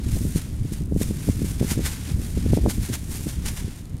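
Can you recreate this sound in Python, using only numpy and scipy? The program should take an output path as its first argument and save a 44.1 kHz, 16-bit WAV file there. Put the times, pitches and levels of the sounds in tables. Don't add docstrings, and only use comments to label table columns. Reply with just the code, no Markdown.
import sys
import numpy as np
from scipy.fft import rfft, irfft, next_fast_len
from scipy.io import wavfile
from scipy.ndimage import map_coordinates

SR = 44100
rng = np.random.default_rng(int(sys.argv[2]) if len(sys.argv) > 2 else 0)


def digitize_waveform(pressure):
    field = np.atleast_2d(pressure).T
    bounded = np.clip(field, -1, 1)
    quanta = np.round(bounded * 32767).astype(np.int16)
    wavfile.write(sys.argv[1], SR, quanta)


N = 176400


def bag():
    # (time [s], level [dB], brightness [dB])
    flight = [(0, -49.5, -5.5), (.15, -38, 2.5), (.25, -43.5, 7), (.4, -40.5, -1.5), (.5, -51.5, -2.5),
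              (.62, -52.5, -1), (.77, -46, -2), (.88, -60, 4), (.96, -52, 6), (1.0, -41.5, 4),
              (1.19, -44, -0.5), (1.29, -39, 1.5), (1.37, -44, 0.5), (1.5, -39, 2.5), (1.58, -46.5, 0.5),
              (1.66, -37.5, -0.5), (1.79, -42.5, -3), (1.9, -34, -2.5), (2.0, -43, -2), (2.1, -41, -5),
              (2.17, -48.5, 2), (2.24, -41, 1), (2.33, -45.5, 2), (2.38, -42.5, -3), (2.62, -46, -3),
              (2.74, -40, 3), (2.8, -47, 0), (2.89, -40, 0), (3.0, -45.5, 1.5), (3.08, -46, 2),
              (3.24, -41.5, 3.5), (3.34, -42, -1), (3.39, -48, -3), (3.53, -41.5, 1.5), (3.7, -48, -5.5),
              (3.79, -48.5, 0), (3.86, -58, -2), (4, -60, -2)]
    # (peak time [s], level [dB], rise [s], fall [s], brightness [dB])
    strokes = [(.372, -31, 0.015, 0.013, 3), (.732, -39, 0.0089, 0.021, 4), (1.027, -33, 0.023, 0.016, 3),
               (1.599, -36.5, .005, 0.0051, -5), (1.716, -29, 0.03, 0.027, -1),
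               (1.862, -27.5, .015, 0.019, -2), (2.56, -39.5, 0.037, 0.026, -0.5),
               (2.704, -28.5, 0.015, 0.017, -1), (2.845, -36, 0.028, 0.028, 0.5),
               (2.935, -30.5, 0.01, .03, -2), (3.12, -40.5, 0.022, 0.031, 6),
               (3.17, -38.5, 0.044, 0.018, 2.5), (3.288, -38, 0.012, 0.037, 0.5),
               (3.474, -31, 0.022, .03, -2.5), (3.573, -36.5, 0.0087, 0.037, -3)]
    # (frequency [Hz], relative spectral density [dB])
    hiss_spectrum = [(530, -41), (900, -9), (1130, -8), (1540, -2.5), (2220, -1.5), (3030, -3.5),
                     (3710, -2.5), (3990, -3.5), (6270, -2), (8050, -0.5), (9070, 0), (13600, -7),
                     (15500, -15.5)]
    # (frequency [Hz], relative spectral density [dB])
    rush_spectrum = [(150, -30), (400, -6.5), (800, -5), (1200, -17), (2500, -51)]
    swell_exponent, crossover_hz, rush_db = 1.85, 5940, -18
    t = np.arange(N) / SR
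    level_db, brightness_db = curves(flight)
    tilt = np.array([[-.5], [.5]])
    power = amp(level_db + tilt * brightness_db) ** 2
    for time, db, rise, fall, brightness in strokes:
        distance = np.abs(t - time) / np.where(t < time, rise, fall)
        swell = np.exp(-distance ** swell_exponent)
        power += (amp(db + tilt * brightness) * swell) ** 2
    dull_gain, bright_gain = np.sqrt(power)
    crinkle = film()
    hiss = coloured(crinkle, hiss_spectrum)
    dull = filtered(hiss, lambda hz: 1 / (1 + (hz / crossover_hz) ** 4))
    rush = amp(rush_db) * coloured(crinkle, rush_spectrum)
    return dull_gain * (dull + rush) + bright_gain * (hiss - dull)


def film():
    snaps_per_s, spread_db, snaps_db = 3500, 3.5, -3
    flutter_per_s, flutter_db = 170, 1.35
    snaps = (rng.random(N) < snaps_per_s / SR) * rng.standard_normal(N)
    snaps *= amp(spread_db * np.clip(rng.standard_normal(N), -2, 2))
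    crinkle = rng.standard_normal(N) + amp(snaps_db) * unit(snaps)
    return crinkle * amp(flutter_db * wobble(flutter_per_s))


def creases():
    # (frequency [Hz], relative spectral density [dB])
    snap_spectrum = [(500, -30), (1500, -12), (4000, -3.5), (9000, 2.5), (13000, -3), (16000, -14)]
    snaps_per_s, rms_db, spread_db, decay_s = 65, -59.5, 3, .001
    snaps = np.zeros(N + SR)
    t = np.arange(SR // 100) / SR
    for i in np.flatnonzero(rng.random(N) < snaps_per_s / SR):
        size = amp(spread_db * np.clip(rng.standard_normal(), -2, 2))
        snaps[i:i + len(t)] += size * np.exp(-t / decay_s) * rng.standard_normal(len(t))
    return amp(rms_db) * coloured(snaps[:N], snap_spectrum)


def buffets():
    # (time [s], peak level [dB], centre frequency [Hz])
    eddies = [(.067, -16, 150), (.137, -13, 75.6), (0.169, -22, 310), (.216, -15, 140), (.252, -14, 180),
              (0.36, -7.5, 125), (.613, -15, 80.5), (.653, -15.5, 157), (.722, -16.5, 169),
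              (.812, -17.5, 132), (.923, -12.5, 208), (.963, -10, 186), (.972, -8.5, 95),
              (1.014, -10.5, 214), (1.11, -13, 183), (1.289, -9, 220), (1.298, -11, 121),
              (1.393, -20.5, 170), (1.419, -11, 167), (1.446, -14.5, 180), (1.613, -9.5, 186),
              (1.628, -12.5, 265), (1.648, -15, 179), (1.718, -14, 172), (1.777, -13, 193),
              (1.793, -13.5, 221), (1.806, -15.5, 195), (2.145, -12.5, 75), (2.375, -13, 200),
              (2.463, -11.5, 189), (2.534, -4, 159), (2.574, -8, 232), (2.587, -17, 300), (2.642, -19, 230),
              (2.662, -6.5, 289), (2.684, -14, 235), (2.783, -15, 143), (2.8, -14, 85), (2.9, -17, 204),
              (3.269, -16, 212), (3.648, -18, 90), (3.681, -21.5, 190), (3.945, -22.5, 91)]
    push_db, push_ratio = -7, .52
    wake_spacing_s, wake_db, wake_step_db, wake_ratio = .00699, -6.5, -3, .78
    pressure = np.zeros(N)
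    for time, db, hz in eddies:
        phase = 2 * np.pi * rng.random()
        add_eddy(pressure, time, db, hz, phase)
        add_eddy(pressure, time, db + push_db, hz * push_ratio, phase + np.pi / 2)
        for place in (-1, 1, 2):
            jitter, turn = rng.random(2)
            small_time = time + wake_spacing_s * (place + jitter - .5)
            small_db = db + wake_db + wake_step_db * (abs(place) - 1)
            add_eddy(pressure, small_time, small_db, hz * wake_ratio ** abs(place), 2 * np.pi * turn)
    return pressure


def add_eddy(track, time, db, hz, phase):
    soft_db, soft_roundness, sharpening_per_db = -17.5, 3.01, .15
    centre, reach = int(time * SR), SR // 20
    i = np.arange(max(centre - reach, 0), min(centre + reach, N))
    angle = 2 * np.pi * hz * (i / SR - time)
    roundness = max(soft_roundness - sharpening_per_db * max(db - soft_db, 0), 1)
    pulse = np.exp(1j * phase) / (1 - 1j * angle / roundness) ** (roundness + 1)
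    track[i] += amp(db) * pulse.real


def wind():
    # (time [s], level [dB])
    strength = [(0, -26.5), (.2, -25.5), (.38, -28), (.44, -29.5), (.52, -29.5), (.62, -26.5), (.69, -32.5),
                (.8, -27.5), (1.1, -28), (1.36, -26.5), (1.55, -28.5), (1.66, -27.5), (1.86, -26),
                (1.92, -32.5), (2.02, -31.5), (2.11, -24.5), (2.3, -28), (2.48, -21.5), (2.62, -25),
                (2.78, -25.5), (2.97, -30.5), (3.14, -30), (3.33, -29), (3.46, -26), (3.56, -33),
                (3.65, -28), (3.73, -33.5), (3.86, -34.5), (4, -30.5)]
    # (frequency [Hz], relative spectral density [dB])
    rumble_spectrum = [(12, -3.5), (25, -4), (40, 1), (75, 3.5), (120, -2.5), (180, -6), (260, -12.5),
                       (400, -23.5), (600, -34.5), (1000, -51), (2000, -75)]
    gusts_per_s, gust_db = 35, 2.0
    strays_per_s, stray_range_db, stray_hz = 45, 10, 144
    level_db, = curves(strength)
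    rumble = coloured(rng.standard_normal(N), rumble_spectrum)
    rumble *= amp(gust_db * wobble(gusts_per_s))
    strays = np.zeros(N)
    for when, size, pitch, turn in rng.random((int(strays_per_s * N / SR), 4)):
        db = level_db[int(when * N)] + stray_range_db * (size - .5)
        add_eddy(strays, when * N / SR, db, stray_hz * 2 ** (pitch - .5), 2 * np.pi * turn)
    return amp(level_db) * unit(rumble) + strays


def open_air():
    # (frequency [Hz], relative spectral density [dB])
    hush_spectrum = [(200, 3.5), (600, 11), (1500, 4), (4000, -2), (9000, -32), (16000, -56)]
    return amp(db=-57.5) * coloured(rng.standard_normal(N), hush_spectrum)


def amp(db):
    return 10 ** (np.asarray(db) / 20)


def unit(x):
    return x / np.sqrt(np.mean(x ** 2) + 1e-20)


def curves(rows):
    times, *columns = np.transpose(rows)
    return [np.interp(np.arange(N) / SR, times, column) for column in columns]


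def wobble(rate):
    return map_coordinates(rng.standard_normal(N // 20), [np.arange(N) * rate / SR], mode="mirror")


def filtered(x, response):
    size = next_fast_len(N + SR // 2)
    return irfft(rfft(x, size) * response(np.fft.rfftfreq(size, 1 / SR)), size)[..., :N]


def coloured(x, points):
    knots_hz, db = np.transpose(points)
    return unit(filtered(x, lambda hz: amp(np.interp(np.log(hz + 1), np.log(knots_hz + 1), db))))


def scene():
    return (open_air() + bag() + wind() + buffets() + creases())[None]


def record(dry):
    notch_hz, half_width_hz, limit_hz = 7920, 63, 15780
    notch = lambda hz: 1j * (hz - notch_hz) / (1j * (hz - notch_hz) + half_width_hz)
    return filtered(dry, lambda hz: notch(hz) * (hz < limit_hz))


dry = scene()
out = record(dry)
digitize_waveform(out)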